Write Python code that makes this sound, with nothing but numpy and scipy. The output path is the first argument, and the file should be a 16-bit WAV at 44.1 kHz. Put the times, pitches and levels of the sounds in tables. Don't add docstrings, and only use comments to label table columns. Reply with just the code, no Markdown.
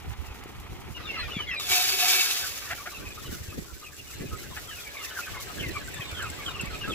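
import sys
import numpy as np
from scipy import signal
from scipy.fft import rfft, irfft, next_fast_len
from scipy.io import wavfile
from scipy.ndimage import uniform_filter1d

SR = 44100
rng = np.random.default_rng(int(sys.argv[2]) if len(sys.argv) > 2 else 0)


def store_wav(level_fs):
    pcm = np.round(np.clip(np.atleast_2d(level_fs), -1, 1) * 32767)
    wavfile.write(sys.argv[1], SR, pcm.T.astype(np.int16))


N = 306054
TIME_S = np.arange(N) / SR
COOP_S, FIRST_GRAINS_S = .94, 1.596


def from_db(db):
    return 10 ** (np.asarray(db) / 20)


def rms_one(x):
    return x / np.sqrt(np.mean(x ** 2) + 1e-20)


def in_time(rows):
    return np.interp(TIME_S, *np.transpose(rows))


def humps(rows):
    out = np.zeros(N)
    for centre_s, length_s, db in rows:
        late = (TIME_S - centre_s) / length_s
        out += from_db(db) * np.exp(-np.where(late < 0, 14.0, 6.0) * late ** 2)
    return out


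def coloured(x, spectrum):
    size = next_fast_len(N)
    hz, db = np.transpose(spectrum)
    bin_hz = np.arange(size // 2 + 1) * SR / size
    gain = from_db(np.interp(np.log(bin_hz + 1), np.log(hz), db))
    return rms_one(irfft(rfft(x, size) * gain, size)[..., :N])


def drift(hz, channels=1):
    r = np.exp(-40 * np.pi * hz / SR)
    noise = rng.standard_normal((channels, N // 20 + 3002))
    slow = signal.lfilter([1], [1, -2 * r, r * r], noise)[:, 3000:]
    return np.array([np.interp(np.arange(N) / 20, np.arange(len(s)), rms_one(s)) for s in slow])


def resonance(x, hz, width_hz):
    r = np.exp(-np.pi * width_hz / SR)
    poles = [1, -2 * r * np.cos(2 * np.pi * hz / SR), r * r]
    return signal.lfilter(np.array([1, 0, -1]) * (1 - r * r) / 2, poles, x)


def at_ports(shared, own, alike):
    return np.sqrt(alike) * np.array([shared, np.roll(shared, 4)]) + np.sqrt(1 - alike) * own


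def place(out, start_s, sound, pan_db, lag_samples):
    for channel, side in enumerate([1, -1]):
        i = round(start_s * SR) + round(side * lag_samples)
        out[channel, i:i + len(sound)] += from_db(side * pan_db / 2) * sound


def grains(per_s, spread_db, alike):
    sizes = from_db(spread_db * np.minimum(rng.exponential(1, (3, N)), 4)) * rng.choice([-1, 1], (3, N))
    hits = sizes * (rng.random((3, N)) < per_s / SR)
    return at_ports(hits[0], hits[1:], alike)


def glides(start_s, length_s, hz, fall_octaves, db):
    first_hz, last_hz = hz * 2 ** (fall_octaves / 2), hz * 2 ** (-fall_octaves / 2)
    return np.transpose([start_s, length_s, first_hz, last_hz, db])


def whistles(rows, waver, throb_db, rasp, spread_samples=1.8):
    out = np.zeros((2, N + SR))
    tremble, breath = drift(50.6, channels=2), drift(200, channels=2)
    for (s, length_s, first_hz, last_hz, db), (pan, lag, pick) in zip(rows, rng.random((len(rows), 3))):
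        u = np.linspace(0, 1, round((length_s + 0.01208) * SR))
        i = int(pick * (N - len(u)))
        wobble, throb = tremble[:, i:i + len(u)]
        air = breath[:, i:i + len(u)]
        hz = (first_hz + (last_hz - first_hz) * u ** .65) * (1 + waver * wobble)
        phase = 2 * np.pi * np.cumsum(hz) / SR
        tone = np.sin(phase) + from_db(-18) * np.sin(2 * phase)
        tone += rasp * (air[0] * np.sin(phase) + air[1] * np.cos(phase))
        swell = np.sin(np.pi * u).clip(0) ** .85 * from_db(db + throb_db * throb)
        place(out, max(s - .006, .001), tone * swell, 6 * pan - 2, spread_samples * (lag - .5) - 1.5)
    return out[:, :N]


def wind():
    # time_s, level_db
    gusts = [(0, -43), (1.3, -42.5), (1.75, -49), (2.2, -55.5), (3.0, -46), (3.5, -41), (3.95, -52),
             (4.4, -40), (4.95, -53), (5.5, -43), (6.94, -40)]
    # centre_s, length_s, level_db
    buffets = [(3.04, 0.15, -42), (3.29, 0.17, -46), (3.585, 0.067, -34), (4.23, 0.2, -41),
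               (4.335, 0.041, -35), (5.62, 0.2, -36), (6.892, 0.17, -37)]
    # frequency_hz, gain_db
    rumble_spectrum = [(15, -31), (40, -8), (65, 0.5), (110, -4.5), (200, -17), (400, -50)]
    # frequency_hz, gain_db
    flutter_spectrum = [(90, -3), (380, 1), (600, -12.5), (1000, -33.5)]
    lumps = from_db(3 * drift(12))
    rumble = coloured(rng.standard_normal((2, N)), rumble_spectrum)
    rumble *= from_db(3 * drift(14, channels=2)) * lumps
    flutter = coloured(rng.standard_normal((2, N)), flutter_spectrum)
    flutter *= from_db(3.5 * drift(30, channels=2))
    beats = from_db(4 * drift(28))
    breeze = rms_one(rumble) * from_db([[-1.5], [1.5]]) + from_db(-6) * rms_one(flutter)
    buffeting = rms_one(beats * (flutter + 0.28 * rumble))
    return from_db(in_time(gusts)) * breeze + humps(buffets) * buffeting


def thumps():
    # start_s, level_db, pitch_hz
    thuds = [(0.307, -23, 64), (0.458, -23, 330), (1.366, -13.5, 180), (3.254, -29, 110), (3.483, -21, 89),
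             (4.206, -19, 149), (4.255, -22.5, 120), (5.607, -19.5, 110), (5.662, -19, 130),
             (5.995, -20.5, 117), (6.634, -16.5, 170)]
    out = np.zeros((2, N + SR))
    for (start_s, db, hz), pan in zip(thuds, rng.random(len(thuds))):
        cycles = hz * TIME_S[:SR // 10]
        envelope = from_db(db - 60 * cycles / 4) * np.minimum(2 * cycles, 1)
        place(out, start_s, np.sin(2 * np.pi * cycles) * envelope, 10 * pan - 5, 20 * pan - 10)
    return out[:, :N]


def coop_walls(x):
    # delay_s, gain_db
    echoes = [(.007, -10), (.019, -14)]
    dull = signal.lfilter([.4], [1, -.6], x[::-1])
    return x + sum(from_db(db) * np.pad(dull, ((0, 0), (round(s * SR), 0)))[:, :N] for s, db in echoes)


def flock(count=1000):
    # time_s, level_db
    bustle = [(.93, -64), (.97, -45.5), (1.2, -40.5), (1.5, -47.5), (2.6, -45.5), (3.8, -53.5), (4.9, -45),
              (6.6, -41.5)]
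    # frequency_hz, gain_db
    rustle_spectrum = [(200, -4.5), (380, 8), (600, 6), (1300, -1), (2600, 4), (5200, -4), (7800, -18)]
    when, length, pitch, fall, size = rng.random((count, 5)).T
    start_s, length_s = when * (N / SR - .1), .01 + .06 * length ** 2
    hz = 1050 * 4.1 ** pitch ** .8
    db = 12 * size ** 1.5 - 3 * pitch ** 2
    calls = np.transpose([start_s, length_s, hz, hz * (1 - .15 * fall), db])
    crowd = rms_one(whistles(calls, waver=.015, throb_db=3, rasp=.6, spread_samples=8))
    white = rng.standard_normal((3, N))
    rustle = coloured(at_ports(white[0], white[1:], alike=0.21), rustle_spectrum)
    rustle *= from_db(2 * drift(20, channels=2))
    return from_db(in_time(bustle) - 1.5) * (crowd + rustle)


def clucks():
    # start_s, length_s, pulse_rate_hz, throat_hz, level_db, roughness (0-1)
    calls = [(2.701, 0.037, 718, 1610, -30, 0.35), (2.856, 0.03, 676, 1420, -34.5, 0.34),
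             (4.199, 0.045, 336, 1820, -46.5, 0.1), (4.562, 0.035, 907, 1420, -37.5, 0.35)]
    out = np.zeros((2, N + SR))
    for start_s, length_s, rate_hz, throat_hz, db, rough in calls:
        u = np.linspace(0, 1, round(length_s * SR))
        jitter, shimmer, breath = rng.standard_normal((3, SR // 10))[:, :len(u)]
        climb = 1 + 0.8 * rough * (u - .5)
        hz = rate_hz * climb * (1 + 1.8 * rough * uniform_filter1d(jitter, size=40))
        pulses = np.diff(np.floor(np.cumsum(hz) / SR), prepend=0)
        pulses = pulses * (1 + rough * shimmer) + 0.17 * rough * breath
        throat = resonance(resonance(pulses, throat_hz, 600), throat_hz, 1000)
        voice = throat + 0.56 * resonance(pulses, 766, 200) + 0.36 * resonance(pulses, 2150, 500)
        swell = np.sin(np.pi * u ** 0.85) ** 0.42 * from_db(db)
        place(out, start_s, rms_one(voice) * swell, pan_db=1.5, lag_samples=-2)
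    return out[:, :N]


def peeps():
    # start_s, length_s, middle_pitch_hz, level_db
    calls = [(0.254, 0.071, 2680, -49), (0.945, 0.043, 2860, -41), (1, 0.0062, 1247, -40),
             (1.038, 0.031, 1233, -42.5), (1.035, 0.06, 3700, -42.5), (1.073, 0.2, 2104, -37),
             (1.078, 0.04, 2725, -31), (1.128, 0.07, 2820, -36), (1.169, 0.016, 1310, -36),
             (1.179, 0.049, 4270, -32.5), (1.196, 0.075, 2550, -38), (1.283, 0.017, 1208, -39.5),
             (1.303, 0.064, 2890, -37), (1.332, 0.06, 3480, -36), (1.341, 0.068, 2384, -38.5),
             (1.383, 0.071, 3070, -34.5), (1.388, 0.026, 1218, -41), (1.466, 0.085, 2065, -33),
             (1.473, 0.045, 3320, -36.5), (1.507, 0.085, 2596, -29.5), (1.549, 0.14, 3780, -35.5),
             (1.6, 0.008, 1205, -36), (2.263, 0.028, 1645, -36), (2.422, 0.05, 1499, -37),
             (2.799, 0.028, 1195, -41), (2.921, 0.018, 1178, -41.5), (2.939, 0.043, 2674, -39),
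             (3.058, 0.031, 2530, -36.5), (3.108, 0.022, 2480, -43.5), (3.177, 0.013, 1284, -38.5),
             (3.249, 0.04, 3000, -42), (3.484, 0.05, 2610, -46.5), (3.528, 0.0058, 1203, -41),
             (3.685, 0.053, 1350, -50), (3.821, 0.027, 1230, -41.5), (3.992, 0.019, 2820, -45),
             (4.063, 0.058, 2900, -51), (4.259, 0.028, 2500, -44.5), (4.31, 0.051, 1250, -43),
             (4.679, 0.077, 3047, -42.5), (4.723, 0.015, 1656, -41), (4.85, 0.051, 2326, -41.5),
             (4.938, 0.092, 2260, -40.5), (5.004, 0.062, 2780, -38.5), (5.093, 0.053, 1520, -43),
             (5.198, 0.077, 2605, -40.5), (5.271, 0.023, 1533, -38), (5.343, 0.041, 2185, -40),
             (5.625, 0.053, 2107, -34), (5.74, 0.053, 2350, -36), (5.753, 0.026, 1189, -35.5),
             (5.875, 0.013, 1530, -38.5), (6.001, 0.043, 2536, -39.5), (6.143, 0.081, 3210, -38),
             (6.248, 0.038, 2490, -41), (6.56, 0.022, 1223, -37), (6.707, 0.056, 1295, -39.5),
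             (6.733, 0.035, 2460, -39), (6.809, 0.051, 2830, -36.5), (6.839, 0.026, 1632, -32),
             (6.877, 0.034, 1292, -31.5), (6.934, 0.017, 2630, -31)]
    start_s, length_s, hz, db = np.transpose(calls)
    low = hz < 1800
    fall_octaves = np.minimum(3.4 * length_s, .42) * np.where(low, 0.23, 1)
    rows = glides(start_s, length_s, hz, fall_octaves, db)
    high_voices = whistles(rows[~low], waver=.011, throb_db=2.5, rasp=.38)
    return high_voices + whistles(rows[low], waver=.015, throb_db=2.2, rasp=.35)


def squawks():
    # start_s, length_s, middle_pitch_hz, level_db
    calls = [(1.535, 0.02, 1270, -40), (3.323, 0.037, 1508, -45), (3.836, 0.054, 2670, -45),
             (5.158, 0.053, 1546, -35), (5.334, 0.046, 1124, -39.5), (5.594, 0.058, 2900, -32.5),
             (6.198, 0.073, 1500, -34), (6.462, 0.039, 3110, -33.5), (6.476, 0.021, 1392, -38),
             (6.592, 0.021, 2785, -33.5), (6.898, 0.043, 3420, -38)]
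    start_s, length_s, hz, db = np.transpose(calls)
    rows = glides(start_s, length_s, hz, fall_octaves=8.56 * length_s, db=db)
    return whistles(rows, waver=.015, throb_db=2.5, rasp=.6)


def pecks():
    # start_s, level_db
    strikes = [(0.437, -44), (0.6, -44), (3.0884, -41), (5.943, -33.5), (6.225, -31.5), (6.3, -32.5),
               (6.612, -30), (6.6563, -38.5)]
    rim_hz, rim_width_hz = 7700, 600
    eating_s, settle_db_per_s = 3.44, 16.5
    ticks = np.zeros(N)
    tails = np.exp(-TIME_S[:600] / 0.0054) * rng.standard_normal((len(strikes), 600))
    for (start_s, db), tail in zip(strikes, tails):
        i = round(start_s * SR)
        ticks[i:i + 600] += from_db(db) * tail
    ticks = signal.sosfilt(signal.butter(2, 1500, "high", fs=SR, output="sos"), ticks)
    at_feeder = TIME_S > FIRST_GRAINS_S
    ringing = ticks + 8.1 * resonance(ticks, rim_hz, rim_width_hz)
    close = np.where(at_feeder, at_ports(ringing, own=0, alike=0.27), ticks)
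    eating_db = -53.5 + settle_db_per_s * np.minimum(TIME_S - eating_s, 0)
    beaks = grains(150 * from_db(5.8 * drift(8.3)), spread_db=3.5, alike=0.057)
    eating = from_db(eating_db) * rms_one(resonance(beaks, rim_hz, rim_width_hz))
    decays = signal.lfilter([1], [1, -.995], abs(grains(per_s=36, spread_db=4.0, alike=1)) + 1e-18)
    stray = at_feeder * rms_one(np.diff(decays * rng.standard_normal((2, N)), prepend=0))
    return close + eating + from_db(-71) * stray


def bucket():
    blows = grains(per_s=6000, spread_db=1.5, alike=0.74)
    low_ring = resonance(resonance(blows, 780, 250), 1360, 460)
    high_ring = resonance(resonance(blows, 1840, 540), 2780, 1800)
    pouring = np.clip((COOP_S - TIME_S) / .02 + .5, 0, 1)
    return pouring * from_db(-48 + 1.64 * drift(43)) * rms_one(low_ring + 0.42 * high_ring)


def feeder():
    # time_s, level_db
    stream = [(0, -53.5), (1.594, -55), (1.598, -32.5), (1.65, -39), (1.72, -22), (1.82, -26), (1.9, -25.5),
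              (1.96, -29), (2.0, -24.5), (2.1, -22), (2.3, -26.5), (2.55, -36.5), (2.95, -45), (4.0, -48.5),
              (5.0, -43.5), (5.8, -46), (6.94, -50.5)]
    # centre_s, length_s, level_db
    spurts = [(3.332, 0.099, -43), (4.114, 0.031, -42), (5.051, 0.032, -37), (5.18, 0.15, -48),
              (5.416, 0.054, -42), (6.115, 0.011, -39)]
    # pitch_hz, gain_db
    metal_modes = [(385, -3), (727, 3), (1740, -1), (2185, 6), (2300, 5), (2410, 5), (2663, 8), (3594, 7),
                   (3707, 5), (4782, 6), (5060, 5), (5227, 5), (6950, 3), (11800, -5)]
    # frequency_hz, gain_db
    patter_spectrum = [(500, -68), (1200, 1.5), (2500, -2), (6200, 5), (9000, -0.5), (12000, 0.5),
                       (15600, 0)]
    buried_s, choke_db_per_s, choked_db = 2.31, 26.5, -43
    bare = (TIME_S > FIRST_GRAINS_S) * from_db(np.clip(choke_db_per_s * (buried_s - TIME_S), choked_db, 0))
    stream_db = in_time(stream)
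    flow = 12000 * from_db(.4 * (stream_db + 32.5))
    landings = grains(flow * from_db((4.5 - 1.8 * bare) * drift(30)), spread_db=2.0, alike=0.13)
    patter = from_db(-.2 * (stream_db + 44)) * coloured(landings, patter_spectrum)
    blows = grains(5000 * from_db(2 * drift(30)), spread_db=4.0, alike=0.96)
    wander_db = 3 * drift(9, channels=len(metal_modes))
    ring = sum((-1) ** k * from_db(db + wander_db[k]) * resonance(blows, hz, width_hz=22 + .005 * hz)
               for k, (hz, db) in enumerate(metal_modes))
    weak_modes = resonance(blows, 3300, 1840)
    surge = from_db(1.5 * (1 - 1.33 * bare) * drift(20))
    return (from_db(stream_db) * surge + humps(spurts)) * (patter + bare * rms_one(ring + weak_modes))


def scene():
    birds = peeps() + squawks() + clucks() + flock()
    return coop_walls(birds) + bucket() + feeder() + pecks() + wind() + thumps()


def record(dry):
    notch_depth, cutoff_hz = np.where(TIME_S > COOP_S, .7, .3), 15550
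    notched = dry - notch_depth * resonance(dry, hz=8800, width_hz=1000)
    return signal.sosfilt(signal.ellip(12, .5, 90, cutoff_hz, fs=SR, output="sos"), notched)


dry = scene()
out = record(dry)
store_wav(out)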